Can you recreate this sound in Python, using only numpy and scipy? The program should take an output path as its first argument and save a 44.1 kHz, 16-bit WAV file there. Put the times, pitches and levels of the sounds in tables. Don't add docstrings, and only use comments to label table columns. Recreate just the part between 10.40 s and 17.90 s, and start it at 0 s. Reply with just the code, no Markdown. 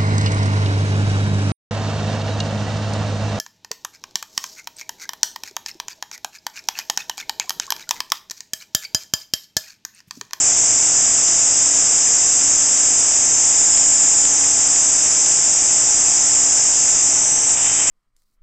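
import sys
import numpy as np
from scipy import signal
from scipy.fft import rfft, irfft
from scipy.io import wavfile

SR = 44100
rng = np.random.default_rng(int(sys.argv[2]) if len(sys.argv) > 2 else 0)


def invert_db(level):
    return 10 ** (np.asarray(level, dtype=float) / 20)


def dump(signal):
    limited = np.clip(np.atleast_2d(signal).T, -1, 1)
    pcm = np.round(limited * 32767).astype(np.int16)
    wavfile.write(sys.argv[1], SR, pcm)


N = 330750
SLIP_AT_S, SLIP_S = 3.3752, .0017


def jet():
    # centre_hz, width_hz
    jet_bands = [
        (7214, 500),
        (5317, 635),
        (6270, 640),
        (7684, 414),
    ]
    jet_level_db = [-18.5, -25.5, -21.5, -19]
    flutter_db = [0.32, .5, 0.4, 0.46]
    # comes_s, fully_there_s, starts_to_leave_s, gone_s
    body_leans = (5.3, 6.2, 6.35, 6.55)
    # comes_s, fully_there_s, starts_to_leave_s, gone_s
    teeth_block = (7.145, 7.166, 7.172, 7.2)

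    moving_hand = presence(2.72, 2.9, 2.95, 3.05) + presence(3.84, 3.9, 3.94, 4.048)
    still_hand = presence(2.98, 3.2, 3.84, 3.9)
    hovering_saw = presence(6.68, 6.98, 7.06, 7.11)
    landing_saw = presence(7.04, 7.1, 7.112, 7.128)
    seated_saw = presence(7.1, 7.122, 8, 9)
    shading = [
        (moving_hand, (-2, -1.7, 2.5, -0.5)),
        (still_hand, (3.5, 0.7, -2.2, 0.3)),
        (presence(*body_leans), (1.5, 0.4, -0.6, -0.8)),
        (hovering_saw, (-10, -11.5, 2, 1)),
        (landing_saw, (2, 2, -2, 2.5)),
        (seated_saw, (-3, -4.5, -2.5, 0.4)),
        (presence(*teeth_block), (-1.5, -1.5, -3.5, -1.5)),
    ]
    skirt_shift_hz = 300 * hovering_saw
    shoulder_shift_hz = 121 * (moving_hand + still_hand) - 200 * hovering_saw
    shifts_hz = [0, skirt_shift_hz, shoulder_shift_hz, 0]
    chop_db = 1 * seated_saw * drift(25.0)

    out = 0
    for k, (hz, width_hz) in enumerate(jet_bands):
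        band = wandering_band(hz + shifts_hz[k], 1.68 * width_hz)
        level_db = jet_level_db[k] + sum(share * effect_db[k] for share, effect_db in shading)
        out = out + invert_db(level_db + chop_db + flutter_db[k] * drift(90.0)) * band
    return invert_db(3.5) * out


def wandering_band(hz, width_hz):
    r = np.exp(-np.pi * width_hz / SR)
    noise = rng.standard_normal(N) + 1j * rng.standard_normal(N)
    phasor = signal.lfilter([1], [1, -2 * r, r * r], noise)
    carrier = np.exp(2j * np.pi * np.cumsum(hz + np.zeros(N)) / SR)
    return rms_one(np.real(phasor * carrier))


def presence(comes_s, there_s, leaves_s, gone_s):
    return np.interp(np.arange(N) / SR, [comes_s, there_s, leaves_s, gone_s], [0, 1, 1, 0])


def overload(x, top, knee):
    return top * np.tanh(np.abs(x / top) ** knee) ** (1 / knee) * np.sign(x)


def drill():
    return gear_whine() + saw_teeth()


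def gear_whine():
    trigger_s, turn_s = 7.187, .105
    t = np.arange(N) / SR
    speed = 1 - np.exp(-np.maximum(t - trigger_s, 0) / .013)
    wobble = np.cos(2 * np.pi * (t - 7.405) / turn_s)
    wobble = wobble * np.clip((t - trigger_s) / turn_s, 0, 1) ** 4
    hz = 3070 * speed + 42 * wobble
    strain_db = 30 * (1 - speed)
    level_db = -38 + strain_db + 1.5 * wobble + 1.2 * drift(30.0)
    tone = np.sqrt(2) * np.sin(2 * np.pi * np.cumsum(hz) / SR)
    return (speed > .87) * invert_db(level_db) * tone


def saw_teeth():
    # centre_hz, width_hz, level_db
    cup_modes = [(900, 350, -11), (1500, 400, -7), (1900, 350, -3), (2350, 450, 0), (2750, 400, -1),
                 (3600, 300, -3)]
    # middle_s, level_db, length_in_bites
    bites = [
        (7.085, -39, 2),
        (7.179, -29.5, .4),
        (7.275, -30.5, 1.7),
        (7.36, -34, .5),
        (7.415, -28.5, 1),
        (7.478, -29.5, .8),
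    ]
    touch_s, bite_s = 7.17, .022
    t = np.arange(N) / SR
    sizes = invert_db(1.7 * np.minimum(rng.exponential(1, N), 4)) * rng.choice([-1, 1], N)
    clicks = sizes * (rng.random(N) < 2500 / SR)
    ring = 0
    for k, (hz, width_hz, level_db) in enumerate(cup_modes):
        ring = ring + invert_db(level_db) * (-1) ** k * rms_one(resonate(clicks, hz, width_hz))
    power = invert_db(2 * -37.5) * np.clip((t - touch_s) / bite_s, 0, 1)
    for middle_s, level_db, length in bites:
        power = power + invert_db(2 * level_db) * np.exp(-((t - middle_s) / (length * bite_s)) ** 2)
    return np.sqrt(power) * rms_one(ring)


def resonate(x, hz, width_hz):
    r = np.exp(-np.pi * width_hz / SR)
    return signal.lfilter([(1 - r * r) / 2, 0, (r * r - 1) / 2],
                          [1, -2 * r * np.cos(2 * np.pi * hz / SR), r * r], x)


def compressor():
    # multiple_of_stroke_rate, level_db
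    stroke_tones = [(1, -7.5), (2, -1.5), (3, -14), (4, -19), (5, 3), (6, -4), (7, -20), (8, -3), (9, -8),
                    (10, -14), (11, -0.5), (12, 1.5), (13, 1), (14, -6), (15, 2.5), (16, -2), (17, -6.5),
                    (18, -23.5), (19, -13), (20, -11)]
    stroke_hz, knock_at = 56.36, .223
    t = np.arange(N) / SR
    heard_t = t - SLIP_S * (t > SLIP_AT_S)
    turn = 2 * np.pi * (stroke_hz * heard_t - knock_at)
    room_db = np.interp(t, [2.2, 3.4], [-3, 1])
    out = 0
    for k, level_db in stroke_tones:
        waver = invert_db(1.1 * drift(1.5)) * (-1 if k in (5, 6) else 1)
        smear = .35 * drift(.6) + .6 * np.sin(k * k)
        gain = invert_db(-48 + level_db + room_db * (k in (14, 15)))
        out = out + gain * waver * np.sqrt(2) * np.cos(k * turn - .5 + smear)
    return out


def rush():
    # frequency_hz, density_db (per Hz)
    rush_spectrum = [(15, 4), (60, -2.5), (200, -1), (700, -1), (1500, -0.5), (2900, 0.5), (3350, -1),
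                     (3800, 3), (4600, -6.5), (6000, -31.5)]
    grain = invert_db(1.0 * drift(400.0))
    return invert_db(-31.5) * rms_one(colour(rng.standard_normal(N) * grain, rush_spectrum))


def rms_one(x):
    return x / np.sqrt(np.mean(x ** 2) + 1e-20)


def drift(rate_hz):
    r = np.exp(-2 * np.pi * rate_hz / SR)
    settled = signal.lfilter([1], [1, -2 * r, r * r], rng.standard_normal(N + SR))[SR:]
    return rms_one(settled)


def colour(x, points):
    hz, level_db = np.transpose(points)
    bins_hz = np.arange(N // 2 + 1) * SR / N + 1
    return irfft(rfft(x) * invert_db(np.interp(np.log(bins_hz), np.log(hz), level_db)), N)


def scene():
    mix = overload(jet(), top=0.47, knee=2.3) + rush() + compressor() + drill()
    return np.tile(mix, (2, 1))


def dip(x):
    for sharpness in (1.82, 14.3):
        x = x - 0.81 * signal.lfilter(*signal.iirpeak(4200, sharpness, fs=SR), x)
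    return x


def add_ticks(x):
    # at_s, tick_height, lead_in_swing (0-1)
    ticks = [
        (.8838, .15, 1.0),
        (2.3761, -.14, .6),
        (3.3752, .2, .3),
        (3.8532, -.28, .35),
        (4.3621, -.13, .7),
        (4.8617, -.14, .7),
        (5.8554, .07, .5),
        (6.3548, -.1, .8),
        (7.0943, .1, 1.0),
    ]
    blip = 2 * np.hanning(7)[1:-1]
    for at_s, height, swing in ticks:
        at = round(at_s * SR)
        x[at - 7:at + 3] += height * np.append(-swing * blip, blip)
    return x


def mirror_top(x):
    spectrum, fold = rfft(x), round(8000 * N / SR)
    spectrum[fold:2 * fold] = -np.conj(spectrum[fold:0:-1])
    return irfft(spectrum, N)


def channel_splits():
    # middle_s, level_db, low_hz, high_hz
    splits = [
        (2.945, -23, 5540, 6950),
        (3.34, -30, 4860, 5800),
    ]
    t = np.arange(N) / SR
    side = np.zeros(N)
    for middle_s, level_db, low_hz, high_hz in splits:
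        swell = np.cos(np.pi * np.clip((t - middle_s) / .046, -.5, .5))
        edges_hz = [.95 * low_hz, 1.05 * high_hz]
        band_pass = signal.cheby2(8, 80, edges_hz, "band", fs=SR, output="sos")
        side += invert_db(level_db) * swell * rms_one(signal.sosfilt(band_pass, rng.standard_normal(N)))
    return side


def roll_off(x):
    return signal.sosfilt(signal.butter(12, 9180, fs=SR, output="sos"), x)


def record(dry):
    # frequency_hz, level_db
    top_response = [(10, 0), (7000, 0), (7500, -1), (8000, -6), (8500, -16.5), (8900, -33), (9000, -41),
                    (9200, -59), (9400, -80), (22100, -120)]
    x = add_ticks(dip(dry[0]))
    x = colour(mirror_top(x), top_response)
    side = channel_splits()
    return roll_off(np.array([x + side, x - side]))


dry = scene()
out = record(dry)
dump(out)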